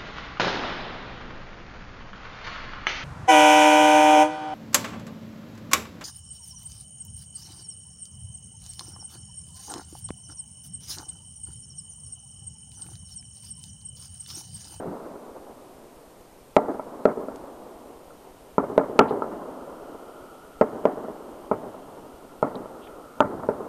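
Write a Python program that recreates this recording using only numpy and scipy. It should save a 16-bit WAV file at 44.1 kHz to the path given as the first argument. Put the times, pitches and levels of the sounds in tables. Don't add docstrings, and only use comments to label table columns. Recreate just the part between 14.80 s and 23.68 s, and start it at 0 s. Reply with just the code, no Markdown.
import sys
import numpy as np
from scipy import signal
from scipy.fft import rfft, irfft, next_fast_len
from scipy.io import wavfile

SR = 44100
rng = np.random.default_rng(int(sys.argv[2]) if len(sys.argv) > 2 else 0)


def bounce(signal):
    frames = np.transpose(np.atleast_2d(signal))
    limited = np.clip(frames, -1, 1)
    pcm = np.round(limited * 32767).astype(np.int16)
    wavfile.write(sys.argv[1], SR, pcm)


N = 391608


def amp(db):
    return 10 ** (np.asarray(db) / 20)


def curve_at(points, hz):
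    f, value = np.transpose(points)
    return np.interp(np.log(hz + 1), np.log(f + 1), value)


def add(mix, s, sound):
    at = round(s * SR)
    sound, part = sound[max(-at, 0):], mix[max(at, 0):]
    part[:len(sound)] += sound[:len(part)]


def lowpass(x, hz):
    return signal.sosfilt(signal.butter(2, min(hz, SR / 3), fs=SR, output="sos"), x)


def noise(gain_at, size):
    spectrum = rfft(rng.standard_normal(size)) * gain_at(np.fft.rfftfreq(size, 1 / SR))
    x = irfft(spectrum, size)
    return x / np.sqrt(np.mean(x ** 2) + 1e-20)


def band(hz, width, size):
    return noise(lambda f: 1 / (1 + (2 * (f - hz) / width) ** 4), size)


def equaliser(points, size=4096):
    log_gain = np.log(amp(curve_at(points, abs(np.fft.fftfreq(size, 1 / SR)))))
    return np.fft.ifft(np.exp(np.conj(signal.hilbert(log_gain)))).real


def air_and_whine(air_db=-53):
    # frequency in Hz, relative level in dB.
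    air_colour = [(20, -0.5), (50, -15), (110, -6.5), (250, -7), (550, -7.5), (1000, -12.5), (1700, -20),
                  (3000, -23.5), (6000, -26.5), (9000, -26), (14000, -26.5)]
    # frequency in Hz, level in dB.
    tones = [(8554, -77), (8619, -74), (8689, -73.5), (8753, -83)]
    t = np.arange(N) / SR
    air = amp(air_db) * noise(lambda f: amp(curve_at(air_colour, f)), N)
    waver = 1.4 * noise(lambda f: 1 / (1 + (f / 4) ** 2), N)
    whine = sum(amp(db) * np.sin(2 * np.pi * (hz * t + rng.random()) + waver) for hz, db in tones)
    return air + whine


def low_bumps(count=160, gap_s=0.11, level_db=-51.5, width_s=0.0049):
    gap_spread, level_spread = rng.standard_normal((count, 2)).T
    times = np.cumsum(gap_s * np.exp(0.14 * gap_spread))
    u = np.arange(-SR // 25, SR // 25) / SR / width_s
    bump = (1 - u ** 2) * np.exp(-u ** 2 / 2)
    out = np.zeros(N)
    for s, db in zip(times, level_db + 2.0 * level_spread):
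        add(out, s, amp(db) * bump)
    return out


def distant_rush():
    # crest time in seconds, crest level in dB, half length in seconds, centre and width in Hz.
    swells = [(5.3, -54, 0.83, 1322, 270), (5.795, -69.5, 2.45, 3000, 695), (8.9, -52, 1.07, 1320, 278)]
    t = np.arange(N) / SR
    out = np.zeros(N)
    for s, db, half, hz, width in swells:
        bell = np.exp(-((t - s) / half) ** 2 / 2)
        out += amp(db) * bell * band(hz, width, next_fast_len(N))[:N]
    return out


def thud_and_ticks(size=8192):
    # start in seconds, level in dB, centre and width in Hz, decay in seconds.
    puffs = [(.052, -32, 293, 310, 0.02), (2.558, -48, 5000, 8000, 0.0014), (3.302, -49, 1320, 300, 0.0053),
             (4.193, -44.5, 2470, 1510, 0.015), (4.278, -52, 3170, 2970, 0.011),
             (7.754, -44.5, 3860, 1090, 0.0018), (8.015, -56, 3180, 1200, 0.016),
             (8.07, -51, 2600, 1900, 0.0031)]
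    out, t = np.zeros(N), np.arange(size) / SR
    for s, db, hz, width, decay in puffs:
        envelope = t / decay * np.exp(1 - t / decay)
        add(out, s, amp(db) * envelope * band(hz, width, size))
    return out


def reflections(t, rise, patchy_db, smooth_s=1.6):
    # frequency in Hz, relative level in dB.
    colour = [(40, -29), (100, -4), (160, 0), (250, 9.5), (450, 7.5), (620, 6.5), (750, 3.5), (1000, 1),
              (1350, -6), (1600, -13), (2200, -22.5), (3200, -59), (8000, -55)]
    clumps = noise(lambda f: 1 / (1 + (f / 22) ** 2), len(t)) / (1 + t / smooth_s)
    wash = noise(lambda f: amp(curve_at(colour, f)), len(t))
    return wash * amp(patchy_db * clumps) * (1 - np.exp(-t / rise))


def roll(size=2 ** 17):
    # frequency in Hz, time to fall 60 dB in seconds.
    decay_times = [(100, 1.74), (400, 5.6), (1200, 4.73), (2500, 2), (6000, 1.5)]
    # delay, rise and time to fall
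    # 60 dB in seconds, level over the roll in dB, upper edge in Hz, treble lift in dB.
    returns = [(.003, 0.00094, 0.25, 13.5, 5030, 2), (.116, 0.0061, 0.38, 4.5, 920, 12)]
    t = np.arange(size) / SR
    hz, when, spectra = signal.stft(reflections(t, rise=0.026, patchy_db=2.5), SR, nperseg=512)
    fade = amp(-60 * when / curve_at(decay_times, hz)[:, None])
    out = signal.istft(spectra * fade, SR, nperseg=512)[1][:size]
    early = t[:size // 8]
    for delay, rise, t60, db, edge_hz, treble_db in returns:
        cloud = reflections(early, rise, patchy_db=4.0) * amp(db - 60 * early / t60)
        lift = equaliser([(900, 0), (2600, treble_db)])
        add(out, delay, signal.fftconvolve(lowpass(cloud, edge_hz), lift))
    return out


def facade_paths(echo_db):
    # delay in seconds, level in dB, upper edge in Hz,
    # extra lag of the recess in seconds, relative gain of the recess.
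    facades = [(0.118, -22, 667, 0.0026, 0.91), (.134, -25, 440, 0.0024, 0.49),
               (.146, -24.5, 483, 0.00272, 0.63), (.181, -25.5, 454, 0.0027, .6),
               (0.23, -23.5, 3220, 0.0031, 0.26)]
    paths = signal.unit_impulse(SR // 3)
    for delay, db, edge_hz, lag, recess in facades:
        echo = amp(db + echo_db) * lowpass(signal.unit_impulse(512), edge_hz)
        add(paths, delay, echo)
        add(paths, delay + lag, recess * echo)
    return paths


def nearby_walls():
    # delay in milliseconds, gain.
    slaps = [(2.24, .75), (2.87, -.4), (5.34, .21), (9.28, -.22), (10.9, .22), (15.63, .29), (20.85, .38)]
    # pitch in Hz, level in dB, time to fall 60 dB in seconds.
    resonances = [(200.5, -5, 0.25), (223.7, 12, 0.11), (276, 16, 0.15), (408, 17.5, 0.099),
                  (446.3, 16, 0.17), (599.4, 8.5, 0.19), (882, 7.5, 0.23), (984, 10, 0.087),
                  (1371, 6, 0.22)]
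    # frequency in Hz, gain in dB.
    colour = [(40, -16), (110, -2), (200, 1.5), (450, -7), (650, 0), (1000, -5), (1350, -0.5), (1600, -15),
              (2500, -24.5), (5000, -57), (12000, -88)]
    t = np.arange(SR // 4) / SR
    out = signal.unit_impulse(len(t))
    for ms, gain in slaps:
        add(out, ms / 1000, np.array([gain]))
    for hz, db, t60 in resonances:
        damping = np.log(1000) / t60
        ring = np.exp(-damping * t) * np.cos(2 * np.pi * hz * t)
        out += amp(db) * 2 * damping / SR * ring
    return signal.fftconvolve(out, equaliser(colour))


def n_wave(length_ms):
    span = length_ms * SR / 1000
    k = np.arange(int(span) + 1)
    wave = (1 - 2 * (k + .5) / span) * np.clip(span - k, 0, 1)
    return wave - wave.mean()


def fireworks(bounce_gain=0.39, roll_db=-37.5, roll_growth=0.43):
    # start in seconds, level in dB, N-wave length and bounce delay in milliseconds, low thump
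    # in dB, facade echo trim in dB. The first shell has already burst; only its echoes are heard.
    shells = [(-.062, 1.5, 1.26, 1.1, 2, -5.5), (1.7656, 5, .95, 1.43, -1.5, 2.5),
              (2.2542, -1, 1.33, 1.67, -2, 4), (3.7817, -0.5, 0.91, 0.75, 3.5, 9),
              (3.9785, .5, 1.15, 1.74, -0.5, 1.5), (4.191, 11.5, 0.71, 2.4, 1.5, 3),
              (5.8118, -2, 1.33, 1.69, -0.5, -0.5), (6.0538, -1, 1.09, 1.67, -4, 3.5),
              (6.7139, -5.5, .85, 4.74, 9, 2.5), (7.6276, -3, 0.87, 1.46, 4, 2),
              (8.4048, 6, 0.57, 3.38, 8.5, -0.5), (8.6884, -8, 1.23, 1.93, 5, -1.5)]
    bangs, rolls = np.zeros(N), np.zeros(N)
    for s, db, length_ms, bounce_ms, thump_db, echo_db in shells:
        thump = equaliser([(113, thump_db), (240, 0)])
        wave = np.convolve(n_wave(length_ms), thump)
        blast = amp(db) * signal.fftconvolve(facade_paths(echo_db), wave)
        add(bangs, s, blast)
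        add(bangs, s + bounce_ms / 1000, bounce_gain * blast)
        add(rolls, s, amp(roll_db + roll_growth * db) * signal.oaconvolve(roll(), thump))
    return signal.oaconvolve(bangs, nearby_walls())[:N] + rolls


def scene():
    return (fireworks() + thud_and_ticks() + distant_rush() + low_bumps() + air_and_whine())[None]


def record(dry):
    ceiling, edge_hz = 0.689, 14200
    clipped = np.clip(dry, -ceiling, ceiling)
    treble_cut = signal.firwin(511, edge_hz, window=("kaiser", 9), fs=SR)
    return signal.oaconvolve(clipped, treble_cut[None], "same")


dry = scene()
out = record(dry)
bounce(out)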